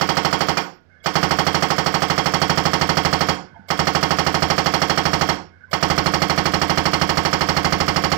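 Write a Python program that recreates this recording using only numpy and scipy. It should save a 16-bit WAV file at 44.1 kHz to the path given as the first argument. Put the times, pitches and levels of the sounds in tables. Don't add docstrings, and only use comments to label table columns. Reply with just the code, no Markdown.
import sys
import numpy as np
from scipy import signal
from scipy.fft import rfft, irfft, next_fast_len
from scipy.io import wavfile
from scipy.ndimage import uniform_filter1d, map_coordinates

SR = 44100
rng = np.random.default_rng(int(sys.argv[2]) if len(sys.argv) > 2 else 0)


def output_pcm(signal):
    pcm = np.clip(np.atleast_2d(signal).T, -1, 1) * 32767
    wavfile.write(sys.argv[1], SR, np.round(pcm).astype(np.int16))


def boost(x):
    u = np.asarray(x, float) / 20
    return 10 ** u


N = 360297
STROKE_S = 0.079


def unit(x):
    return x / np.sqrt(np.mean(x ** 2) + 1e-20)


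def along(points, hz):
    f, v = np.transpose(points)
    return np.interp(np.log(hz + 1), np.log(f + 1), v)


def curve(rows):
    return np.interp(np.arange(N) / SR, *np.transpose(rows))


def filtered(x, response):
    n = x.shape[-1]
    m = next_fast_len(n + 4096)
    return irfft(rfft(x, m) * response(np.fft.rfftfreq(m, 1 / SR)), m)[..., :n]


def peaks(modes):
    def response(f):
        total = 0
        for k, (centre, width, db) in enumerate(modes):
            damping = 1j * f * width
            total = total + (-1) ** k * boost(db) * damping / (centre * centre - f * f + damping)
        return total
    return response


def lay(sounds, times):
    out = np.zeros(N + 2 * SR)
    for row, s in zip(sounds, times):
        out[SR + round(s * SR):][:len(row)] += row
    return out[SR:SR + N]


def pit(x):
    # hz, level_db, t60_s
    answer = [(100, -9, 0.87), (500, -12.5, 0.94), (1200, -8.5, 0.55), (2500, -17, 0.48), (5030, -12, 0.64),
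              (9000, -1, 0.26), (16000, -19, 0.51)]
    hz, t, z = signal.stft(rng.standard_normal(SR // 2), SR, nperseg=256)
    f, db, t60 = np.transpose(answer)
    gain = boost(along(np.c_[f, db], hz)[:, None] - 60 * t / along(np.c_[f, t60], hz)[:, None])
    swell = (1 - np.exp(-t / 0.018)) / (1 + (t / 0.16) ** 6)
    tail = signal.istft(z * gain * swell, SR, nperseg=256)[1]
    return signal.fftconvolve(x, tail / 40)[:N]


def seeping():
    # start_s, end_s, first_db, last_db
    leaks = [
        (.9, 1.06, -72, -57),
        (3.43, 3.70, -66, -65.5),
        (5.46, 5.73, -69.5, -61.5),
    ]
    fade_s, shut_db = 0.024, -25
    rows = []
    for start, end, first_db, last_db in leaks:
        rows += [(start - fade_s, first_db + shut_db), (start, first_db)]
        rows += [(end, last_db), (end + fade_s, last_db + shut_db)]
    return curve(rows)


def engine():
    # pitch_hz, rms_db
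    idle = [(88, -62), (146, -63), (175, -62.5), (206, -68), (250, -64)]
    # time_s, level_db
    revs = [
        (.9, -54.5),
        (3.6, -51),
        (5.6, -53.5),
    ]
    # hz, level_db
    exhaust_colour = [(15, -57), (25, -37.5), (92, 14), (115, -14.5), (327, -8.5), (480, -5), (635, -7.5),
                      (1000, -15), (1430, -10), (5260, -37), (11000, -57), (14300, -88.5), (22000, -120)]
    # pitch_hz, width_hz, level_db
    seep = [(1520, 130, 0), (1700, 60, -2), (2010, 60, -8), (2160, 65, -3)]
    t = np.arange(N) / SR
    orders = sum(boost(db) * np.sqrt(2) * np.sin(2 * np.pi * (hz * t + rng.random())) for hz, db in idle)
    exhaust = unit(filtered(rng.standard_normal(N), lambda hz: boost(along(exhaust_colour, hz))))
    fan = unit(filtered(rng.standard_normal(N), peaks([(3200, 700, 0), (5100, 1100, 0.014)])))
    oil = 0
    for mode in seep:
        lumps = map_coordinates(rng.standard_normal(300), [t * 28])
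        squeal = filtered(rng.standard_normal(N), lambda f: peaks([mode])(f) ** 2)
        oil = oil + boost(4.1 * lumps) * squeal
    revs_db = curve(revs)
    return orders + boost(revs_db) * exhaust + boost(revs_db - 18.5) * fan + boost(15.0 + seeping()) * unit(oil)


def clanks():
    # start_s, level_db, pitch_hz, t60_s
    parts = [(.575, -24, 1445, 0.3), (.575, -30, 1490, .3), (0.572, -20, 2400, 0.086),
             (3.52, -40, 170, .08), (3.452, -38, 165, .08), (3.54, -39, 980, .1), (3.544, -40, 890, .2),
             (3.548, -42, 800, 0.23), (3.553, -41, 690, 0.31), (3.548, -54, 3200, .08),
             (3.659, -55, 4500, 0.19), (1.061, -21, 2400, .09), (.578, -52, 14200, .35),
             (.576, -54, 15200, .15), (1.001, -56, 3350, 0.34), (1.03, -52, 4850, .1),
             (3.593, -28, 200, 0.08), (3.68, -41, 650, 0.24), (1.0411, -41, 650, .2), (5.71, -42, 650, .2),
             (5.68, -56, 1030, .3)]
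    t = np.arange(SR // 3) / SR
    rings = []
    for _, db, hz, t60 in parts:
        ring = boost(db - 60 * t / t60) * (1 - np.exp(-t / 0.0032)) * np.sin(2 * np.pi * hz * t)
        knots = rng.standard_normal(34)
        rough = boost(5.2 * map_coordinates(knots, [t * 90]))
        rings.append(ring * rough)
    return lay(rings, [row[0] for row in parts])


def blows():
    # first_s, last_s, strength_db, thud_db,
    # limp_ms (every other blow late, the rest early)
    runs = [(.0098, .4847, -10.5, 1, -0.0089), (0.5703, .5704, -11.5, -2, -0.065),
            (1.0589, 1.0595, -11, -2, 0), (1.154, 1.1541, -9.5, 2, 0.074), (1.2287, 1.6228, -10, 1.5, 0),
            (1.702, 2.3367, -10.5, 0.5, -0.026), (2.4155, 3.2857, -10, 2, -0.03),
            (3.703, 3.703, -11, -1.5, -0.068), (3.791, 4.4209, -10.5, 2, 0.069),
            (4.4999, 4.8955, -10, 1.6, -0.011), (4.974, 5.2885, -10.5, 2.6, 0),
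            (5.73, 5.7306, -11, -1.5, -0.071), (5.8254, 5.8252, -10, 2.5, 0),
            (5.8986, 7.0125, -10.5, 2.5, 0.55), (7.0914, 7.6446, -10.5, 2, -0.38),
            (7.7227, 8.116, -11, 2.5, -0.46)]
    steel_db, cold_steel_db = 1.6, -0.8
    valve_db, cold_valve_db = -43, -3
    weak_valve_db, late_s = -7, 0.083
    rows = []
    for first, last, db, thud_db, limp_ms in runs:
        s = np.linspace(first, last, round((last - first) / STROKE_S) + 1)
        limp = limp_ms / 1000 * (-1) ** np.arange(len(s))
        rows.append(np.c_[s + limp, np.full((len(s), 2), (db, thud_db))])
    rows = np.vstack(rows)
    before = np.diff(rows[:, 0], prepend=0)
    after = np.diff(rows[:, 0], append=rows[-1, 0])
    restart = before > 2 * STROKE_S
    dragging = (before > late_s) & (after > 2 * STROKE_S)
    jet_db = valve_db + weak_valve_db * dragging + cold_valve_db * restart
    return np.c_[rows, steel_db + cold_steel_db * restart, jet_db]


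def valve():
    # hz, level_db
    jet_colour = [(240, -40), (400, -3), (598, 12.5), (1870, -9.5), (2150, 12.5), (2510, -10), (3120, 4.5),
                  (15000, -20.5), (16000, -46)]
    # pitch_hz, width_hz, level_db
    whistle_modes = [(4920, 64, 5.5), (7750, 165, -10.5), (11750, 170, -19.5), (14830, 200, -11.5)]
    s, db = blows().T[[0, 4]]
    t = np.arange(1100) / SR
    gate = (1 - np.exp(-t / 0.004)) * np.exp(-t / 0.03) / (1 + (t / 0.017) ** 8)
    jet = unit(filtered(rng.standard_normal((len(s), len(t))), lambda hz: boost(along(jet_colour, hz))))
    breath = rng.standard_normal(len(t)) + 0.5 * rng.standard_normal((len(s), len(t)))
    whistle = unit(filtered(breath, peaks(whistle_modes)))
    return lay(boost(db[:, None]) * gate * (boost(17) * jet + boost(11) * whistle), s - 0.0195)


def ringing(modes, t, scatter_db, slip, count):
    hz, db, t60, peak = np.transpose(modes)[:, :, None]
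    swell = np.exp(-(np.minimum(t - peak, 0) / 0.0041) ** 2) * (1 - np.exp(-t / 0.00063))
    decay = boost(db - 60 * np.maximum(t - peak, 0) / np.clip(t60, 0.02, 0.6))
    partials = swell * decay * np.exp(2j * np.pi * hz * t)
    chance = rng.standard_normal((2, count, len(modes)))
    wander = np.cumsum(chance, axis=1)
    drift = 0.25
    size, turn = chance + drift * (wander - wander.mean(axis=1, keepdims=True))
    sign = (-1) ** np.arange(len(modes))
    strikes = sign * boost(scatter_db * size) * np.exp(1j * slip * turn)
    return (strikes @ partials).imag


def repeated(spectrum, size, count):
    # hz, share
    same = [(300, .98), (1500, .96), (4000, .82), (8000, .25), (14000, .1)]
    share = lambda hz: np.clip(along(same, hz), 0, 1)
    colour = lambda hz: boost(along(spectrum, hz))
    shared = filtered(rng.standard_normal(size), lambda hz: colour(hz) * np.sqrt(share(hz)))
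    fresh = filtered(rng.standard_normal((count, size)), lambda hz: colour(hz) * np.sqrt(1 - share(hz)))
    return unit(shared + fresh)


def breaker():
    # pitch_hz,
    # level_db, t60_s, loudest_s
    housing = [(51.35, -28.5, 0.17, 0.044), (82.9, -10, 0.11, 0.016), (159.1, 1.5, 0.14, 0.0064),
               (189.9, -9, 0.12, 0.034), (292.4, -10.5, 0.23, 0.0386), (324.8, -4.5, 0.11, 0.018),
               (323.8, -1, 0.025, 0.01435), (398.5, -3.5, 0.12, 0.00079), (441.8, -8.5, 0.18, 0.022),
               (490.4, -18.5, 0.25, 0.0492), (542.7, -7, 0.17, 0.004), (566.7, -11.5, 0.062, 0.036),
               (666.6, 3, 0.048, 0.0026), (700, -8.5, 0.11, 0.0386), (746.2, -8.5, 0.14, 0.033),
               (803, 3, 0.043, 0.0164), (917.6, -2.5, 0.15, 0.0208), (923, -8, 0.046, 0.016),
               (981, -5, 0.095, 0.0046), (983, -15.5, 0.065, 0.049), (1099, -2.5, 0.12, 0.0227),
               (1125, -6, 0.076, 0.00067), (1218, -9, 0.067, 0.054), (1278.6, -6, 0.14, 0.01),
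               (1285, 5.5, 0.031, 0.0015), (1447, -17, 0.53, 0.0064), (1007, -13, 0.25, 0.0074),
               (1384.5, -14, 0.042, 0.019), (73.2, -22.5, 0.064, .03), (114.5, -20.5, 0.14, 0.021)]
    chisel = [(1541, -4.5, 0.041, .002), (1649, -11, 0.0083, 0.02), (1821, -6, 0.031, 0.0099),
              (1944, -19.5, 0.02, 0.0011), (2091, -5.5, 0.074, 0.013), (2306, -10, 0.042, 0.0057),
              (2624, -23, 0.071, 0.0087), (2843, -7, 0.017, 0.0094), (3060, -8, 0.018, 0.0078),
              (3227, -18.5, 0.24, 0.04), (3275, -9.5, 0.09, 0.02), (4249, -3.5, 0.021, 0.011),
              (4300, -31, 0.055, 0.028), (4570, -16, 0.024, 0.0084), (4654, -21, 0.079, 0.013),
              (5050, -7, 0.013, 0.0069), (5480, -3, 0.013, 0.0095), (5370, -18, 0.14, 0.029),
              (5900, -22.5, 0.017, 0.0056), (6830, -17.5, 0.07, 0.0016), (7820, -21.5, 0.037, 0.0085),
              (4680, -13, 0.087, 0.0066), (5170, -17.5, .04, 0.0088)]
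    # hz, level_db (per Hz)
    crush_colour = [(35, -68.5), (60, -2), (715, 0), (1200, -25), (1470, -3.5), (1860, -4), (2520, -24),
                    (2900, -11), (3940, -19), (4320, -2.5), (5590, -10), (8510, -28), (16000, -31.5)]
    clatter_colour = [(120, -33.5), (200, 1.5), (373, 4), (465, -40.5), (722, -9.5), (1100, -3),
                      (1480, -0.5), (1590, 0.5), (2090, -0.5), (2560, -4.5), (5330, -15), (9930, -25),
                      (16000, -81)]
    # hz, t60_s
    clatter_t60 = [(100, 0.38), (400, 0.38), (1100, 0.31), (3000, 0.31), (8000, 0.13), (15000, 0.036)]
    # delay_s, level_db
    walls = [(.021, -10), (0.036, -13), (0.055, -14.5)]
    hits = blows()
    earlier = hits[0] - [STROKE_S, 0, 0, 0, 0]
    s, db, thud_db, steel_db, _ = np.vstack([earlier, hits]).T[:, :, None]
    size, count = 14336, len(s)
    t = np.arange(size) / SR

    held = (1 - np.exp(-t / 0.00028)) / (1 + (t / 0.02) ** 6)
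    crush = boost(-2) * held * repeated(crush_colour, size, count)
    crush = filtered(crush, lambda f: 1 + sum(boost(d) * np.exp(-2j * np.pi * f * lag) for lag, d in walls))

    hz, frame, z = signal.stft(repeated(clatter_colour, size, count), SR, nperseg=256)
    dying = boost(-60 * frame / along(clatter_t60, hz)[:, None])
    clatter = signal.istft(z * dying, SR, nperseg=256)[1][:, :size]
    clatter = boost(-1.0) * (1 - np.exp(-t / 0.0016)) * clatter

    steel = ringing(housing, t, 0.5, 0.1, count) + ringing(chisel, t, 1.3, 0.45, count)

    thin = lambda f: 1 / (1 + (200 / (f + 1)) ** 4)
    heave_db = 2 * rng.standard_normal((count, 1))

    def tilt(f):
        heave = heave_db / (1 + (f / 110) ** 4)
        thud = thud_db / (1 + (f / 400) ** 4)
        bright = steel_db / (1 + (3000 / (f + 1)) ** 4)
        return boost(db + heave + thud + bright)

    fade = np.clip((t[-1] - t) / 0.033, 0, 1)
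    strokes = filtered(filtered(crush + clatter, thin) + boost(1.5) * steel, tilt) * fade
    return lay(strokes, s[:, 0] + 0.00025 * rng.standard_normal(count))


def scene():
    hits = filtered(breaker(), lambda f: 1j * f / (45 + 1j * f))
    machine = boost(-7) * hits + valve() + clanks()
    site = machine + pit(machine) + engine()
    return np.array([site, site])


def sparse_treble(x, from_hz, bar):
    hz, _, z = signal.stft(x, SR, nperseg=2048)
    power = np.abs(z) ** 2
    masking = uniform_filter1d(uniform_filter1d(power, size=121, axis=-2), size=3, axis=-1)
    near = uniform_filter1d(power, size=7, axis=-2)
    weak = (power < bar * masking) | (near < bar * masking)
    return signal.istft(z * ~(weak & (hz[:, None] > from_hz)), SR, nperseg=2048)[1][:, :N]


def covered_port(x):
    # time_s, level_db
    uncover = [
        (0, -34),
        (.6, -34),
        (1.1, -14.5),
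        (1.7, -14),
        (2.1, -4.5),
        (2.5, -4),
        (4, -3),
        (6, -3.5),
        (8.2, 0.5),
    ]
    # hz, level_db
    leak_bass = [(40, 3), (90, -0.5), (130, -5), (220, -8.5), (370, -11.5), (470, -24.5), (600, -82)]
    # hz, level_db
    leak_top = [(400, -56.5), (600, -22), (950, -20), (1300, -35.5), (2000, -23), (3800, -51), (4800, -146),
                (7000, -27), (9500, -21), (11200, -54.5), (12500, -72), (16000, -72)]
    lag = 1.25
    open_db = curve(uncover)
    late = lambda hz: lag + (hz / 430) ** 3
    bass = filtered(x, lambda hz: boost(along(leak_bass, hz)) * np.exp(-1j * late(hz)))
    t = np.arange(2048) / SR
    scatter = rng.standard_normal(len(t)) * np.exp(-t / 0.029)
    scattered = signal.fftconvolve(x, scatter / np.linalg.norm(scatter))[:N]
    direct = lambda hz: 1 / (1 + (hz / 1400) ** 4)
    top = filtered(x, lambda hz: boost(along(leak_top, hz)) * np.sqrt(direct(hz)) * np.exp(-1j * lag))
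    top = top + filtered(scattered, lambda hz: boost(along(leak_top, hz)) * np.sqrt(1 - direct(hz)))
    rumble = boost(-69) * unit(filtered(rng.standard_normal(N), lambda hz: 1 / (1 + (hz / 25) ** 2)))
    return boost(open_db) * bass + boost(0.57 * open_db) * top + rumble


def low_pass(x):
    return signal.sosfilt(signal.butter(12, 17070, fs=SR, output="sos"), x)


def record(dry):
    # hz, width_hz, level_db
    port = [(3815, 268, -2.5), (9910, 310, -3.5), (12100, 600, 2), (13600, 300, 0), (15000, 1700, 4.5)]
    top_hz = 15850
    dry = filtered(dry, lambda hz: boost(sum(db * np.exp(-((hz - c) / w) ** 2) for c, w, db in port)))
    left = covered_port(dry[0])
    right = dry[1] / (1 + np.abs(dry[1] / 0.9) ** 6) ** (1 / 6)
    both = filtered(np.array([left, right]), lambda hz: np.clip((top_hz - hz) / 200 + 0.5, 0, 1) ** 2)
    both = sparse_treble(both, from_hz=7600, bar=0.3)
    return low_pass(both)


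dry = scene()
out = record(dry)
output_pcm(out)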